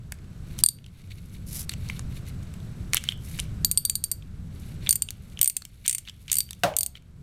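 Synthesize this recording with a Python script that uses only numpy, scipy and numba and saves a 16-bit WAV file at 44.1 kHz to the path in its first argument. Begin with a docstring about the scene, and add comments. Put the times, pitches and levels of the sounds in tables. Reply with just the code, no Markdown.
"""A low rumble fills a home workshop; over it a socket ratchet works a nut loose on a small hand-held engine.
The socket rattles on the nut and excites the casing's resonances, and fingers hiss on metal by stick-slip
friction. On each backswing the pawl snaps over the gear teeth and sets the steel handle ringing in its
normal modes. Something knocks once on the bench. A nearby camera's gain control ducks after loud clicks."""
import sys
import numpy as np
from scipy import signal
from scipy.fft import rfft, irfft, next_fast_len
from scipy.io import wavfile
from scipy.ndimage import uniform_filter1d, minimum_filter1d, map_coordinates
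from numba import njit

SR = 44100
rng = np.random.default_rng(int(sys.argv[2]) if len(sys.argv) > 2 else 0)


def waveform_to_disk(signal):
    """Save audio, clipped to [-1, 1], as 16-bit WAV at the path in sys.argv[1]."""
    frames = np.transpose(np.atleast_2d(signal))
    scaled = np.clip(frames, -1, 1) * 32767
    samples = np.round(scaled).astype(np.int16)
    wavfile.write(sys.argv[1], SR, samples)


N = 318402

# rumble and hiss of the room: (frequency [Hz], relative spectral density [dB])
ROOM_SPECTRUM = [(20, -6.5), (86, -1), (165, -6), (300, -23), (480, -30.5), (900, -39.5), (1500, -36.5),
                 (1800, -41.5), (3700, -46.5), (7950, -49.5), (15000, -60), (16400, -75)]
# socket and casing rattles, most as the slack is taken up before and after a backswing:
# (time [s], clack level [dB], frequency the struck spot favours [Hz], tick level [dB])
RATTLE_HITS = [(0.1216, -19, 2000, -20), (0.5893, -28.5, 3700, -20.5), (.7862, -34.5, 2800, -42.5),
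               (.8425, -29, 3400, -38.5), (0.8633, -28, 2800, -29), (1.6941, -18, 4800, -18),
               (1.7373, -25, 2600, -31), (1.888, -34, 4200, -36), (1.8987, -18, 2400, -40),
               (1.9938, -32, 1200, -31), (2.9342, -11, 2300, -11), (2.9453, -14, 1100, -5.5),
               (2.9693, -5.5, 3100, -10.5), (2.9766, -15, 2800, -18.5), (3.0392, -25.5, 2500, -23.5),
               (3.0882, -6, 3100, -18), (3.1215, -20.5, 3000, -37), (3.3885, -26, 2300, -27),
               (3.394, -17, 3100, -30.5), (3.3996, -21.5, 3100, -17), (4.2237, -32.5, 3000, -42),
               (4.8636, -24, 3000, -38), (4.871, -19, 3000, -39), (5.0873, -13.5, 3050, -22),
               (5.1058, -21.5, 4600, -12), (5.3732, -22, 3000, -43), (5.3912, -21, 3050, -22.5),
               (5.6206, -17, 4600, -19), (5.6519, -19.5, 3000, -12.5), (5.8582, -10, 3100, -18),
               (5.8627, -19, 3100, -7.5), (6.0516, -29, 3000, -35), (6.0756, -13.5, 3000, -40),
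               (6.0858, -14, 3100, -25), (6.0962, -15.5, 3200, -17), (6.2805, -17.5, 3000, -23.5),
               (6.2993, -12, 3050, -21), (6.49, -25, 3000, -33), (6.5083, -13.5, 4600, -9.5),
               (6.531, -19.5, 3200, -18), (6.738, -21, 2800, -29), (6.9535, -19, 3000, -36),
               (6.972, -24, 3000, -40)]
# resonances of the casing in the hand: (frequency [Hz], bandwidth [Hz], level [dB])
CASING_MODES = [(900, 900, -7), (2200, 330, -1), (3044, 420, 1.5), (3700, 580, -3), (4604, 250, -3.5)]
# slides of hand and tool: (start [s], end [s], skin hiss level [dB], casing rasp level [dB])
SLIDE_STROKES = [(0.433, 0.628, -65, -59.5), (0.578, 0.618, -41, -51), (0.71, 1.506, -63, -60.5),
                 (0.927, 1.03, -63, -55.5), (1.098, 1.134, -58, -41), (1.169, 1.199, -57, -48.5),
                 (1.32, 1.378, -59.5, -52), (1.46, 1.655, -34, -51), (1.69, 1.745, -50, -47.5),
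                 (1.75, 2.028, -57, -55), (2.102, 2.201, -57, -54.5), (2.253, 2.31, -53, -51),
                 (2.926, 2.988, -34.5, -30), (2.97, 3.15, -50, -46), (3.19, 3.46, -49, -54),
                 (4.5, 4.769, -59.5, -63), (4.808, 4.893, -61.5, -52.5), (4.95, 6.95, -53, -56),
                 (5.84, 5.875, -48, -31.5), (6.053, 6.11, -55, -39), (6.278, 6.316, -53, -32.5),
                 (6.942, 6.986, -56.5, -41)]
# skin rubbing on steel: (frequency [Hz], relative spectral density [dB])
SKIN_SPECTRUM = [(2500, -18), (5300, -6), (7300, -7), (11600, -1.5), (16000, -18.5)]
# pawl snaps: (time [s], crack level [dB], handle ring level 6 ms later [dB])
PAWL_SNAPS = [(0.6372, -3, -13), (0.6617, -0.5, -17), (0.687, -8, -11), (3.6474, -7, -17.5),
              (3.7136, -4.5, -22.5), (3.7745, -11, -17), (3.851, -7, -17.5), (3.8973, 0, -17),
              (3.9542, -9, -21.5), (4.0397, -5, -22), (4.1151, -5, -21), (4.8918, -5.5, -17),
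              (4.9081, -3.5, -11.5), (4.9271, -2, -18.5), (4.9562, -5.5, -19), (5.0213, -3, -21),
              (5.4139, 4.5, -16.5), (5.4296, -0.5, -14), (5.444, 3, -18.5), (5.4582, 1.5, -23),
              (5.476, -1.5, -9.5), (5.498, 1.5, -18.5), (5.5666, 4, -21), (5.879, 7, -9), (5.895, 6, -15),
              (5.9105, 0, -21), (5.9278, -1, -14), (5.9486, 2, -14), (5.9823, -4, -21), (6.3163, 5, -24.5),
              (6.3284, 4, -27), (6.3415, -2, -33), (6.3548, -3, -26.5), (6.3684, -2.5, -20),
              (6.3847, -4, -12.5), (6.4045, 1, -18), (6.7659, 6, -22), (6.7864, -1, -12.5),
              (6.808, 1, -16.5), (6.8312, 0.5, -18.5), (6.8621, -4.5, -22)]
# colour of the snap: (frequency [Hz], relative spectral density [dB])
CRACK_SPECTRUM = [(900, -39), (2200, -23.5), (4200, -15), (5600, -16), (7200, -4), (8800, 0.5),
                  (10500, -12), (16000, -16)]
# modes of the free handle:
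# (frequency [Hz], t60 [s], close partner frequency [Hz], partner level [dB], afterring level [dB])
HANDLE_MODES = [(4605, .058, 4690, -10, -19), (8850, 0.036, 8970, -7, -25), (12330, .035, 12110, -4, -13),
                (14235, .042, 14010, -5.5, -20)]
# the grip on each backswing: (start [s], level of mode 1 [dB], of mode 3 [dB], of mode 4 [dB], all
# relative to mode 2, t60 factor [ratio], afterring and grit boost [dB], casing level over the crack [dB])
BACKSWING_GRIPS = [(.6, -7, -13, -26, .55, 5, -34), (3.6, -6.5, -4.5, -7, 1.1, 0, -33),
                   (4.85, -13, -14, -8.5, .8, 0, -26), (5.38, -15.5, -17, -1.5, .9, 3, -22),
                   (5.84, -23, -22, -17, 1.1, 5, -20), (6.28, -4.5, -1.5, -3, .8, 3, -22),
                   (6.72, -11, -6.5, -1, .7, 0, -28)]
# modes of the knock on the bench: (frequency [Hz], level [dB], t60 [s])
KNOCK_MODES = [(120, -7, .15), (175, -8, .2), (305, -11, .15), (523, -12, 0.26), (572, -5, 0.21),
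               (626, -6, 0.24), (695, 2, 0.16), (786, -12, 0.14), (1385, -10, 0.12), (1500, -10, .1)]
# reverberation of the workshop: (frequency [Hz], t60 [s])
ROOM_DECAY = [(500, 0.45), (4000, 0.3), (14000, 0.11)]


def amp(db):
    """Decibels to amplitude ratio."""
    return 10 ** (np.asarray(db) / 20)


def unit_rms(x):
    """The signal scaled to rms 1."""
    return x / np.sqrt(np.mean(x ** 2) + 1e-20)


def log_interp(points, hz):
    """Interpolation of (frequency [Hz], value) points on a logarithmic axis."""
    freqs, values = np.transpose(points)
    return np.interp(np.log(hz + 1), np.log(freqs + 1), values)


def filtered(x, response):
    """Linear filtering: the spectrum is multiplied by a frequency response."""
    size = next_fast_len(len(x) + 8192)
    return irfft(rfft(x, size) * response(np.fft.rfftfreq(size, 1 / SR)), size)[:len(x)]


def resonances(table):
    """Response of damped oscillators in superposition: (frequency [Hz], bandwidth [Hz], level [dB])."""
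    return lambda hz: sum((-1) ** k * amp(db) * 1j * hz * width / (f0 * f0 - hz * hz + 1j * hz * width)
                          for k, (f0, width, db) in enumerate(table))


def noise(response, size=N):
    """White noise coloured by a response, at rms 1."""
    return unit_rms(filtered(rng.standard_normal(size), response))


def band_noise(centre_hz, width_hz, size=SR):
    """Noise through two equal resonators in cascade."""
    return noise(lambda hz: resonances([(centre_hz, width_hz, 0)])(hz) ** 2, size)


def wobble(rate, size=N):
    """A smooth random curve with rate knots a second."""
    return map_coordinates(rng.standard_normal(int(size * rate / SR) + 4), [np.arange(size) * rate / SR])


def burst(envelope, carrier):
    """A noise burst with exactly the energy of its envelope."""
    x = envelope * carrier
    return x * np.linalg.norm(envelope) / np.linalg.norm(x)


def add(track, start_s, sound):
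    """Superpose a sound on the track."""
    part = track[round(start_s * SR):][:len(sound)]
    part += sound[:len(part)]


def room_noise():
    """Broadband background noise, its rumble slowly amplitude-modulated, with a faint narrowband whine."""
    swell = amp(.7 * wobble(1.5) + 1.2 * wobble(7.6))
    bed = noise(lambda hz: amp(log_interp(ROOM_SPECTRUM, hz)))
    rumble = filtered(bed, lambda hz: 1 / (1 + (hz / 400) ** 4))
    hiss = bed - rumble
    whine = noise(resonances([(7900, 55, 0)]))
    return amp(-34) * (swell * rumble + hiss) + amp(-73.5) * whine


def socket_rattles():
    """Impact excitation: loose metal ticks and clacks, and the struck spot weights the casing's modes."""
    out, t = np.zeros(N), np.arange(SR // 25) / SR
    thud_mode = (1900, 1800, -17)  # broad and dull, under every clack
    faint_hits = rng.random((round(5 * N / SR), 4)) * [N / SR, 14, 2000, 14] + [0, -55, 1999, -55.5]
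    for start, clack_db, spot_hz, tick_db in [*RATTLE_HITS, *faint_hits]:
        clack_noise, tick_noise = rng.standard_normal((2, len(t)))
        struck = [(hz, width, db - 59.5 * np.log2(hz / spot_hz) ** 2) for hz, width, db in CASING_MODES]
        clack = filtered(amp(-60 * t / .011) * clack_noise, resonances([*struck, thud_mode]))
        # the more a tick outweighs its clack, the higher it lies
        tick_hz = 7000 * 2 ** (.029 * (tick_db - clack_db) + .15 * rng.standard_normal())
        bright = filtered(tick_noise, lambda hz: amp(-16 * np.log2((hz + 1) / tick_hz) ** 2))
        tick = (amp(-60 * t / .007) + amp(-25 - 60 * t / .04)) * unit_rms(bright)
        add(out, start, amp(clack_db) * clack / np.abs(clack).max() + amp(tick_db) * tick)
    return out


def finger_slides():
    """Stick-slip friction: skin on steel makes a grainy hiss and rasps through the casing's resonances."""
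    hiss_level, rasp_level = np.full(N, amp(-68)), np.full(N, amp(-65.5))  # hands never rest quite still
    swell_db = 7
    for start, end, hiss_db, rasp_db in SLIDE_STROKES:
        size = round((end - start) * SR)
        stroke = np.hanning(size) ** .46 * amp(swell_db * np.linspace(-.5, .5, size))
        add(hiss_level, start, amp(hiss_db) * stroke)
        add(rasp_level, start, amp(rasp_db) * stroke)
    stick_slip = amp(3.5 * wobble(300) + 1.6 * wobble(40))
    hiss = stick_slip * noise(lambda hz: amp(log_interp(SKIN_SPECTRUM, hz)))
    casing, broad = resonances(CASING_MODES[1:]), resonances([(2600, 2200, -6)])
    grain = amp(3 * wobble(150))
    rasp = grain * noise(lambda hz: (casing(hz) + broad(hz)) * hz ** 2 / (hz ** 2 + 1300 ** 2))
    return hiss_level * unit_rms(hiss) + rasp_level * unit_rms(rasp)


def pawl_snaps():
    """Damped free vibration: each snap cracks, clacks the casing and leaves the handle's modes ringing."""
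    out, t = np.zeros(N), np.arange(SR // 5) / SR
    grit = noise(lambda hz: amp(log_interp(CRACK_SPECTRUM, hz)), SR)
    casing = noise(resonances(CASING_MODES[1:]), SR)
    skirts = [band_noise(.93 * hz, 1800) for hz, *_ in HANDLE_MODES]
    fuzzes = [band_noise(hz, .03 * hz) for hz, *_ in HANDLE_MODES]
    attack = 1 - np.exp(-t / .00035)
    crack_envelope = amp(-60 * t / .012) * attack
    for start, crack_db, ring_db in PAWL_SNAPS:
        grip = [row for row in BACKSWING_GRIPS if row[0] <= start][-1]
        _, mode1_db, mode3_db, mode4_db, t60_factor, boost_db, casing_db = grip
        scatter = rng.standard_normal((len(HANDLE_MODES), 5))  # each tooth drives the modes differently
        span = rng.integers(SR // 2) + np.arange(len(t))
        grit_tail = amp(boost_db - 31 - 60 * t / .055) * attack
        snap = amp(crack_db) * burst(crack_envelope + grit_tail, grit[span])
        snap += amp(crack_db + casing_db - 60 * t / .03) * attack * casing[span]
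        for k, grip_db in enumerate((mode1_db, 0, mode3_db, mode4_db)):
            hz, free_t60, partner_hz, partner_db, afterring_db = HANDLE_MODES[k]
            detune, balance, phase, drive, sustain = scatter[k]
            mode_db = ring_db + grip_db + 3 * drive
            # the grip shifts pitch and damping a little from tooth to tooth
            turn = 2 * np.pi * (1 + .0028 * detune) * t
            t60 = free_t60 * t60_factor * np.exp(.25 * sustain)
            pair = np.sin(hz * turn) + amp(partner_db + 3.4 * balance) * np.sin(partner_hz * turn + phase)
            ring = amp(-60 * (t - .006) / t60) * pair
            afterring = amp(afterring_db + boost_db - 60 * t / .2) * fuzzes[k][span]
            snap += amp(mode_db) * (ring + afterring) * attack
            snap += amp(mode_db + 8) * burst(crack_envelope, skirts[k][span])  # the mode colours the crack
        add(out, start, snap)
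    return filtered(out, lambda hz: 1 / (1 + (hz / 15600) ** 30))  # little sounds above the top mode


def bench_knock(start_s=6.6348, level_db=8.54):
    """One dull, hollow blow excites low, quickly damped modes, with a boom of noise and a slap."""
    out, t = np.zeros(N), np.arange(SR // 2) / SR
    ring = np.zeros(len(t))
    for hz, db, t60 in KNOCK_MODES:
        flutter = amp(3.2 * wobble(62.5, len(t)))  # loose walls make each mode flutter
        ring += flutter * amp(db - 60 * t / t60) * np.sin(2 * np.pi * hz * t)
    boom = band_noise(660, 380, len(t)) * amp(-17 - 60 * t / .28)
    slap_envelope = amp(-13 - 60 * t / .03) + amp(-22 - 60 * t / .19)
    slap = noise(resonances([(1800, 1800, 0)]), len(t)) * slap_envelope
    attack = 1 - np.exp(-t / .0022)
    add(out, start_s, amp(level_db) * ((amp(-13.5) * ring + boom) * attack + slap))
    return out


def reverberation(x):
    """Convolution with a diffuse tail that decays exponentially, faster at high frequencies."""
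    hz, t, spectrum = signal.stft(rng.standard_normal(SR // 2), SR, nperseg=256)
    decay = amp(-60 * t / log_interp(ROOM_DECAY, hz)[:, None])
    tail = signal.istft(spectrum * decay, SR, nperseg=256)[1]
    delayed = np.pad(x, (200, 0))
    return signal.fftconvolve(delayed, tail / np.linalg.norm(tail))[:N]


@njit
def gain_control(target_db, start_db, attack_s, release_db_per_s):
    """Attack and release: gain falls exponentially towards its target and climbs back at a steady rate."""
    out, gain_db = np.empty_like(target_db), start_db
    for i in range(len(out)):
        gap = target_db[i] - gain_db
        gain_db += gap / (attack_s * SR + 1) if gap < 0 else min(release_db_per_s / SR, gap)
        out[i] = gain_db
    return out


def scene():
    """Superposition of the impacts, their reverberation, the friction and the room noise."""
    impacts = pawl_snaps() + socket_rattles() + bench_knock()
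    return (impacts + amp(-20) * reverberation(impacts) + finger_slides() + room_noise())[None]


def record(dry):
    """Dynamic compression: gain control on the peaks, soft clipping of what slips past, a band limit."""
    ceiling_db = -10
    peaks = -minimum_filter1d(-np.abs(dry[0]), size=24)
    target_db = np.minimum(0, ceiling_db - 20 * np.log10(peaks + 1e-9))
    gain_db = gain_control(target_db, start_db=-8.0, attack_s=.0027, release_db_per_s=11.5)
    ducked = dry[0] * amp(uniform_filter1d(gain_db, size=48))
    clipped = ducked / (1 + np.abs(ducked) ** 6) ** (1 / 6)
    return filtered(clipped, lambda hz: (hz < 16700) / (1 + (hz / 16000) ** 30))[None]


dry = scene()
out = record(dry)
waveform_to_disk(out)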